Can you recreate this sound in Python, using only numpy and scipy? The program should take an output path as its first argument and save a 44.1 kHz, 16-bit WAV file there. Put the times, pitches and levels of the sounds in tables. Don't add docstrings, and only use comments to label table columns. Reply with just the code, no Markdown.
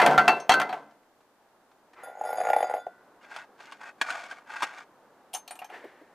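import sys
import numpy as np
from scipy import signal
from scipy.fft import rfft, irfft, next_fast_len
from scipy.io import wavfile
from scipy.ndimage import uniform_filter1d, map_coordinates

SR = 44100
rng = np.random.default_rng(int(sys.argv[2]) if len(sys.argv) > 2 else 0)


def generate_wav(signal):
    frames = np.transpose(np.atleast_2d(signal))
    scaled = np.clip(frames, -1, 1) * 32767
    pcm = np.round(scaled).astype(np.int16)
    wavfile.write(sys.argv[1], SR, pcm)


N = 270774
TIME_S = np.arange(N) / SR
AGE_S = np.arange(SR * 3 // 5) / SR

# start in seconds, knock in dB, crack and clatter in dB re knock,
# ring in dB, pitch favoured by the contact point in Hz.
BOARD_LANDINGS = [(0, -7.5, -26, 2, -23.5, 1023), (.016, -8, -21, 2.5, -18.5, 2046),
                  (.062, -4.5, -13, -3, -26, 2046), (.108, -14.5, -25, -10.5, -26.5, 1541),
                  (.178, -6.5, -19, 1, -15.5, 1373), (.279, 1.5, -23.5, -5.5, -21, 2677),
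                  (0.286, -21, -10.5, -4.5, -30, 4393), (.4, -44.5, -1.5, -1.5, -38, 5600),
                  (.494, -3, -15, 0, -12.5, 3230), (.518, -14, -14, -0.5, -15, 3240),
                  (.539, -21, -3, -1, -17, 1541), (.599, -18, -10, 3.5, -36, 2046),
                  (.615, -16.5, -15, 0, -33.5, 1373), (.692, -23.5, -25.5, -2.5, -46.5, 4020),
                  (0.727, -18, -28.5, -4.5, -58, 1541)]
# start in seconds, level in dB.
TRAY_ROCKS = [(0, -29.5), (.49, -43)]
# time in seconds, level in dB.
DRAG_FORCE = [(2.03, -41.5), (2.085, -32.5), (2.135, -43.5), (2.25, -24.5), (2.44, -19), (2.649, -22.5),
              (2.759, -20.5), (2.841, -47)]
JUG_RING_LEVEL = [(2.03, -57), (2.14, -85), (2.25, -55), (2.56, -56.5), (2.77, -62.5), (2.84, -87)]
# start in seconds, force in dB.
HARD_CATCHES = [(2.211, -19.5), (2.328, -16), (2.402, -15), (2.413, -16), (2.469, -15), (2.487, -15),
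                (2.501, -10), (2.516, -28.5), (2.532, -9.5), (2.563, -11), (2.584, -19.5), (2.605, -14.5),
                (2.627, -11.5), (2.643, -17.5), (2.696, -20.5), (2.71, -19.5), (2.866, -20.5)]
# centre in seconds, length in seconds, level in dB, relative crackle in dB.
FINGER_STROKES = [(3.234, 0.039, -47.5, -13), (3.358, 0.15, -43, -12.5), (3.619, 0.05, -49, -5.5),
                  (3.684, 0.162, -51.5, -5.5), (3.856, 0.095, -41, -26), (4.12, 0.18, -36, -10.5),
                  (4.294, 0.2, -42.5, -13), (4.607, 0.21, -35.5, -15.5), (4.779, 0.096, -41, -14.5)]
# start in seconds, level in dB, relative crispness in dB, pitch in Hz.
DRY_SNAPS = [(3.362, -25, -5.5, 1370), (3.721, -27.5, -8, 1083), (4.013, -11, -5, 1690),
             (4.103, -18.5, -6, 1430), (4.31, -26.5, -8.5, 1570), (4.524, -27, -22, 1250),
             (4.621, -9, -14.5, 1007), (4.629, -12.5, -7.5, 1264), (4.639, -23, -6, 780)]
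# start in seconds, level in dB, relative knock in dB, favoured pitch in Hz.
SCRAP_SKIPS = [(5.338, -24.5, -10, 9265), (5.347, -23, -6, 6300), (5.371, -39.5, -7, 11400),
               (5.477, -32, -10.5, 4393), (5.508, -33.5, 2.5, 9265), (5.554, -40, -3, 8500),
               (5.59, -37.5, -3.5, 2770), (5.617, -55.5, 24, 3200), (5.644, -39.5, -1, 6300),
               (5.699, -51, 13, 2770)]
# time in seconds, level in dB.
DOOR_LEVEL = [(5.69, -57.5), (5.745, -41), (5.8, -49), (5.92, -55.5), (6.14, -67.5)]
AIR_LEVEL = [(0, -63), (1.2, -65), (3.1, -59), (6.2, -59.5)]
# start in seconds, level in dB.
CASE_BUMPS = [(5.842, -32.5), (6.014, -42)]
SETTLING_TAPS = [(.908, -55), (1.029, -61), (1.205, -55.5), (1.713, -55), (1.932, -47.5), (3.043, -62)]

# frequency in Hz, level in dB, T60 in seconds.
TRAY_MODES = [(720, -6.5, 0.033), (739.5, 5, 0.13), (869, -3.5, 0.13), (1048, -16.5, 0.37)]
GLASS_MODES = [(1541, 0, 0.3), (2046, -1, 0.3), (2677, -1.5, 0.24), (4020, -5, 0.2), (4393, -1, 0.14),
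               (5600, -6, .12), (6300, 1, .14), (7350, -6, 0.1), (8500, -3, .07), (9265, 0, 0.09),
               (11400, -7, .09), (13630, -10, .09)]
BOARD_MODES = [(1023, -3, .13), (1288, -8, 0.28), (1373, 5, 0.12), (3160, -1, .07), (3230, -3, .06),
               (3290, -4, .05), (4479, -9, .15)]
JUG_MODES = [(1413, 9.5, 0.55), (1495, 0, 1.1), (1978, -4.5, 1.1), (3502, -6, 0.3), (3935, -17, .25),
             (4823, -7, 0.35), (5373, -16, 0.2), (6729, 8.5, 0.055), (8210, -9, 0.08), (8603, -18, .2),
             (10083, 3, 0.092), (10277, -5, 0.12), (10621, -10, 0.2), (11725, -7, 0.1), (11902, -9, .1),
             (12260, -5, 0.11)]
SCRAP_MODES = [(2770, 9, .06), (3200, 7, .05), (8560, 0, .03)]
# centre in Hz, bandwidth in Hz, gain in dB.
SHELL_BODY = [(151, 5, -2), (215.5, 6, 1), (296, 9, -2)]
BENCH_BODY = [(444, 39, -10.5), (555, 110, -8), (745, 87, 4.5), (822.4, 130, -0.5)]
HELD_BODY = [(786, 130, -3), (1288, 67, 3), (1483, 54, -2), (1790, 76, 0), (2425, 44, -6.5)]
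# frequency in Hz, relative density in dB.
RATTLE_SPECTRUM = [(130, -35), (250, -8.5), (620, -3.5), (715, 4.5), (815, -3), (935, -6.5), (3600, -31),
                   (15000, -55)]
CLACK_SPECTRUM = [(30, -31), (120, -30.5), (400, -22), (750, 6.5), (1100, 2), (2000, -0.5), (4200, -21),
                  (8000, -33.5), (15000, -38)]
CRACK_SPECTRUM = [(500, -18.5), (3000, 9), (5000, -1), (9000, -7.5), (15000, -16)]
RIM_SPECTRUM = [(300, 0), (900, 5.5), (2050, 1.5), (2900, -13.5), (4500, -22.5), (14000, -40.5)]
RUB_SPECTRUM = [(160, -35), (750, -4.5), (1350, 3), (2750, -11.5), (8500, -26.5), (15000, -46.5)]
SNAP_SPECTRUM = [(130, -42), (350, -6.5), (550, -7.5), (800, 1), (1700, -2.5), (8000, -24), (15000, -43.5)]
TICK_SPECTRUM = [(1500, -17.5), (3000, 10), (5000, -2.5), (8600, -2), (13500, -2.5), (15000, -11)]
DOOR_SPECTRUM = [(120, -51.5), (314, -1), (750, 0), (1230, -7.5), (1800, 0.5), (2500, -10), (5000, -25),
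                 (14000, -40)]
AIR_SPECTRUM = [(25, -27), (60, -19.5), (250, 1.5), (850, 4), (1700, -5.5), (2400, -17.5), (15000, -41.5)]
# frequency in Hz, side re mid in dB.
STEREO_WIDTH = [(600, -28.5), (1300, -22.5), (2700, -16.5), (10000, -9)]
# frequency in Hz, left re right in dB.
STEREO_BALANCE = [(1400, .5), (2800, 1.1), (11000, 3)]


def board():
    far_edge_s, far_edge_db, choke_db_per_landing = 0.015, -15, 2.5
    out, rattle_power = np.zeros((2, N))
    starts_s = np.transpose(BOARD_LANDINGS)[0]
    for start_s, db, crack_db, clatter_db, ring_db, pitch_hz in BOARD_LANDINGS:
        for delay_s, edge_db in [(0, 0), (far_edge_s, far_edge_db)]:
            knock = amp(-11.5) * ring(TRAY_MODES, scatter_db=0)
            clatter = amp(-9) * burst(CLACK_SPECTRUM, t60_s=0.11)
            clatter += amp(-24) * ring(BOARD_MODES, scatter_db=2)
            crack = amp(crack_db) * burst(CRACK_SPECTRUM, t60_s=0.04)
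            add(out, start_s + delay_s, amp(db + edge_db) * (knock + amp(clatter_db) * clatter + crack))
        later_landings = np.searchsorted(starts_s[starts_s > start_s], start_s + AGE_S)
        choke = uniform_filter1d(amp(-choke_db_per_landing * later_landings), size=200)
        ringing = ring(favoured(BOARD_MODES + GLASS_MODES, pitch_hz), scatter_db=3, waver=0.2)
        add(out, start_s, amp(ring_db) * choke * ringing)
        shake = amp(db + clatter_db - 13.5) * decay(0.31) * rise(0.0089)
        add(rattle_power, start_s, shake ** 2)
    return out + turntable(rattle_power)


def turntable(rattle_power):
    rock_peak_s = 0.071
    rocking = np.zeros(N)
    for start_s, db in TRAY_ROCKS:
        add(rocking, start_s, amp(db) * AGE_S / rock_peak_s * np.exp(1 - AGE_S / rock_peak_s))
    force = np.sqrt(rattle_power + (amp(9.5) * rocking) ** 2)
    rollers = force * friction(RATTLE_SPECTRUM, rate_hz=380, spread_db=6, hiss=0.34)
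    cavity = echo(rollers, t60_s=0.18)
    ringing = ring(BOARD_MODES + GLASS_MODES[:2], scatter_db=-1, tilt_db_per_octave=-10.5)
    chatter = excite(ringing, force * slips(rate_hz=300, spread_db=4.5))
    shell = rocking * unit(resonate(noise(), SHELL_BODY))
    return amp(-4) * rollers + amp(-3) * cavity + amp(-11.5) * chatter + shell


def jug():
    full_force_db, deepest_bite_s, bite_fade_db_per_s = -3, 2.53, 30
    swell_db, swell_hz = 3.5, 4.1
    thuds, rim, glass = np.zeros((3, N))
    push = np.pad(np.hanning(SR // 1000), (0, SR // 10))
    swell_phases = rng.random(len(JUG_MODES))
    for start_s, db in stick_slip():
        shift = 1 + 0.03 * rng.standard_normal()
        spot = [(hz * shift, width_hz, gain_db + 1.5 * rng.standard_normal())
                for hz, width_hz, gain_db in BENCH_BODY]
        add(thuds, start_s, amp(db + 13) * resonate(push, spot))
        bite_db = -7 + 1.18 * (db - full_force_db) - bite_fade_db_per_s * abs(start_s - deepest_bite_s)
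        add(rim, start_s, amp(bite_db) * burst(RIM_SPECTRUM, t60_s=0.016, attack_s=0.001))
        modes = np.array(JUG_MODES)
        modes[:, 1] += swell_db * np.sin(2 * np.pi * (swell_hz * start_s + swell_phases))
        accent_db = 0.4 * (db - np.interp(start_s, *np.transpose(DRAG_FORCE)))
        ring_db = np.interp(start_s, *np.transpose(JUG_RING_LEVEL)) + accent_db - 1
        add(glass, start_s, amp(ring_db) * ring(modes, scatter_db=4))
    add(glass, 2.795, amp(-51) * ring(favoured(JUG_MODES, 3502), scatter_db=0))
    for start_s, db in HARD_CATCHES:
        crack_db = -26 + 4.5 * (db - full_force_db)
        add(rim, start_s + 0.001, amp(crack_db) * burst(CRACK_SPECTRUM, t60_s=0.0044))
    add(rim, 1.95, amp(-33) * burst(RIM_SPECTRUM, t60_s=0.44, attack_s=0.127))
    grit = envelope(DRAG_FORCE) * slips(rate_hz=800, spread_db=1.5)
    thuds += amp(1.5) * resonate(grit, BENCH_BODY)
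    rim += amp(-18.5) * equalise(grit, RIM_SPECTRUM)
    scrape = thuds + highpass(rim, 400)
    return scrape + glass + amp(-7) * echo(scrape, t60_s=0.085)


def stick_slip():
    rate_hz, jitter_cycles, scatter_db = 73.6, 0.17, 3.5
    drag_s, force_db = np.transpose(DRAG_FORCE)
    count = int((drag_s[-1] - drag_s[0]) * rate_hz)
    timing, strength = rng.standard_normal((count, 2)).T
    starts_s = drag_s[0] + (np.arange(count) + jitter_cycles * timing) / rate_hz
    levels_db = np.interp(starts_s, drag_s, force_db) + scatter_db * strength
    gaps_s = np.abs(starts_s[:, None] - np.transpose(HARD_CATCHES)[0]).min(1)
    free = gaps_s > 1 / rate_hz
    return HARD_CATCHES + list(zip(starts_s[free], levels_db[free]))


def handling():
    pressure, crackle_gain, hollow = np.zeros((3, N))
    grit = slips(rate_hz=400, spread_db=3)
    for centre_s, length_s, db, crackle_db in FINGER_STROKES:
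        stroke = amp(db) * np.exp(-np.abs(2 * (TIME_S - centre_s) / length_s) ** 3)
        pressure += stroke
        span = slice(round((centre_s - length_s) * SR), round((centre_s + length_s) * SR))
        grip_shift = 1 + 0.1 * rng.standard_normal()
        body = [(hz * grip_shift, width_hz, gain_db) for hz, width_hz, gain_db in HELD_BODY]
        hollow[span] += stroke[span] * unit(resonate(grit[span], body))
        crackle_gain += amp(crackle_db) * stroke
    grip_db = 2 * coloured(noise(), [(50, 14), (120, -81)])
    rub = amp(-7) * coloured(grit + 0.8 * noise(), RUB_SPECTRUM)
    cracks = slips(rate_hz=260, spread_db=5.5)
    crackle = coloured(cracks, [(1000, -8), (2500, 4), (6500, -5.5), (15000, -34)])
    out = amp(grip_db) * (pressure * rub + amp(-5) * hollow + amp(-5.5) * crackle_gain * crackle)
    for start_s, db, crisp_db, hz in DRY_SNAPS:
        attack_s = 0.0015 * amp(-8 - crisp_db)
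        knock = amp(-12) * burst(SNAP_SPECTRUM, t60_s=0.059)
        tone = amp(-1.5) * ring([(hz, 0, 0.035)], scatter_db=1.5)
        crisp = amp(crisp_db - 5) * burst(CRACK_SPECTRUM[:-1] + [(15000, -30.5)], t60_s=0.028)
        add(out, start_s, amp(db) * (knock + tone + crisp) * rise(attack_s))
    return out + amp(-4) * echo(out, t60_s=0.023)


def scrap():
    out = np.zeros(N)
    damping = decay(0.22)
    for start_s, db, knock_db, pitch_hz in SCRAP_SKIPS:
        pings = [(hz, 0, 0.035) for hz in rng.uniform(2510, 14000, size=7)]
        tick = amp(-0.5) * burst(TICK_SPECTRUM, t60_s=0.021, attack_s=0.003)
        tick += amp(-19) * ring(pings, scatter_db=2)
        modes = favoured(SCRAP_MODES + GLASS_MODES[2:], pitch_hz)
        glass = amp(-10.5) * ring(modes, scatter_db=3) * damping
        knock = amp(-7) * ring(TRAY_MODES + [(2420, 0.5, 0.03)], scatter_db=-2) * damping
        knock += amp(-1.5) * burst(CLACK_SPECTRUM, t60_s=0.055, attack_s=0.0069)
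        add(out, start_s, amp(db) * (tick + glass + amp(knock_db) * knock))
    add(out, 5.332, amp(-36) * burst(TICK_SPECTRUM, t60_s=0.06, attack_s=0.003))
    add(out, 5.345, amp(-40) * ring(GLASS_MODES[6:], scatter_db=-2))
    return out + amp(-5.5) * echo(out, t60_s=0.107)


def oven():
    out = amp(-1.5) * envelope(DOOR_LEVEL) * coloured(noise(), DOOR_SPECTRUM)
    bump_spectrum = [(100, -61.5), (320, 19.5), (750, 0.5), (6000, -33.5)]
    for start_s, db in CASE_BUMPS:
        add(out, start_s, amp(db - 3) * burst(bump_spectrum, t60_s=0.1, attack_s=0.00111))
    for start_s, db in SETTLING_TAPS:
        add(out, start_s, amp(db) * burst(SNAP_SPECTRUM, t60_s=0.06, attack_s=0.0026))
    return out


def air():
    wash = envelope(AIR_LEVEL) * coloured(noise(), AIR_SPECTRUM)
    hiss = np.array([coloured(noise(), [(1000, 3), (15000, -10)]) for _ in range(2)])
    return wash + amp(-71) * hiss


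def burst(spectrum, t60_s, attack_s=0.00025):
    return coloured(noise(len(AGE_S)), spectrum) * decay(t60_s) * rise(attack_s)


def ring(modes, scatter_db, tilt_db_per_octave=0, waver=0, waver_hz=55):
    hz, db, t60_s = np.transpose(modes)[:, :, None]
    strength = amp(db + scatter_db * noise(hz.shape) + tilt_db_per_octave * np.log2(hz / hz[0]))
    phase = 2 * np.pi * (hz * AGE_S + rng.random(hz.shape))
    wave = np.sin(phase)
    if waver:
        knots = noise((2, len(AGE_S) // 100))
        swell, drift = [map_coordinates(row, [AGE_S * waver_hz]) for row in knots]
        wave += waver * (swell * wave + drift * np.cos(phase))
    return (strength * decay(t60_s) * wave).sum(0) * rise(0.00096)


def favoured(modes, pitch_hz, octave_away_db=-21):
    return [(hz, db + octave_away_db * np.sqrt(abs(np.log2(hz / pitch_hz))), t60_s)
            for hz, db, t60_s in modes]


def friction(spectrum, rate_hz, spread_db, hiss):
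    return coloured(slips(rate_hz, spread_db) + hiss * noise(), spectrum)


def slips(rate_hz, spread_db):
    impulses = (rng.random(N) < rate_hz / SR) * rng.choice([-1, 1], N)
    return unit(impulses * amp(spread_db * np.clip(noise(), -2, 2)))


def echo(x, t60_s):
    return excite(noise(len(AGE_S)) * decay(t60_s) * rise(0.0059), x)


def excite(response, force):
    return signal.fftconvolve(force, response / np.linalg.norm(response))[:N]


def resonate(x, body):
    return filtered(x, lambda hz: sum(
        (-1) ** k * amp(db) * 1j * hz * width_hz / (centre_hz ** 2 - hz ** 2 + 1j * hz * width_hz)
        for k, (centre_hz, width_hz, db) in enumerate(body)))


def filtered(x, response):
    size = x.shape[-1]
    padded = next_fast_len(size + 8192)
    return irfft(rfft(x, padded) * response(np.fft.rfftfreq(padded, 1 / SR)), padded)[..., :size]


def highpass(x, cutoff_hz):
    return signal.sosfilt(signal.butter(2, cutoff_hz, "highpass", fs=SR, output="sos"), x)


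def equalise(x, spectrum):
    return filtered(x, lambda hz: amp(db_at(spectrum, hz)))


def coloured(x, spectrum):
    return unit(equalise(x, spectrum))


def db_at(spectrum, hz):
    points_hz, db = np.transpose(spectrum)
    return np.interp(np.log(hz + 1), np.log(points_hz + 1), db)


def envelope(points):
    return amp(np.interp(TIME_S, *np.transpose(points), left=-140, right=-140))


def decay(t60_s):
    return amp(-60 * AGE_S / t60_s)


def rise(attack_s):
    return 1 - np.exp(-AGE_S / attack_s)


def noise(shape=N):
    return rng.standard_normal(shape)


def amp(db):
    return 10 ** (np.asarray(db) / 20)


def unit(x):
    return x / np.sqrt(np.mean(x ** 2) + 1e-20)


def add(track, start_s, sound):
    start = max(round(start_s * SR), 0)
    part = track[start:start + len(sound)]
    part += sound[:len(part)]


def scene():
    mid = highpass(board() + jug() + handling() + scrap() + oven(), 110)
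    side = equalise(echo(mid, t60_s=0.035), STEREO_WIDTH)
    pair = np.array([mid + side, mid - side])
    return filtered(pair, lambda hz: amp(np.outer([0.5, -0.5], db_at(STEREO_BALANCE, hz)))) + air()


def record(dry):
    ceiling, top_hz = 0.45, 15500
    clipped = dry / (1 + np.abs(dry / ceiling) ** 6) ** (1 / 6)
    return filtered(clipped, lambda hz: hz < top_hz)


dry = scene()
out = record(dry)
generate_wav(out)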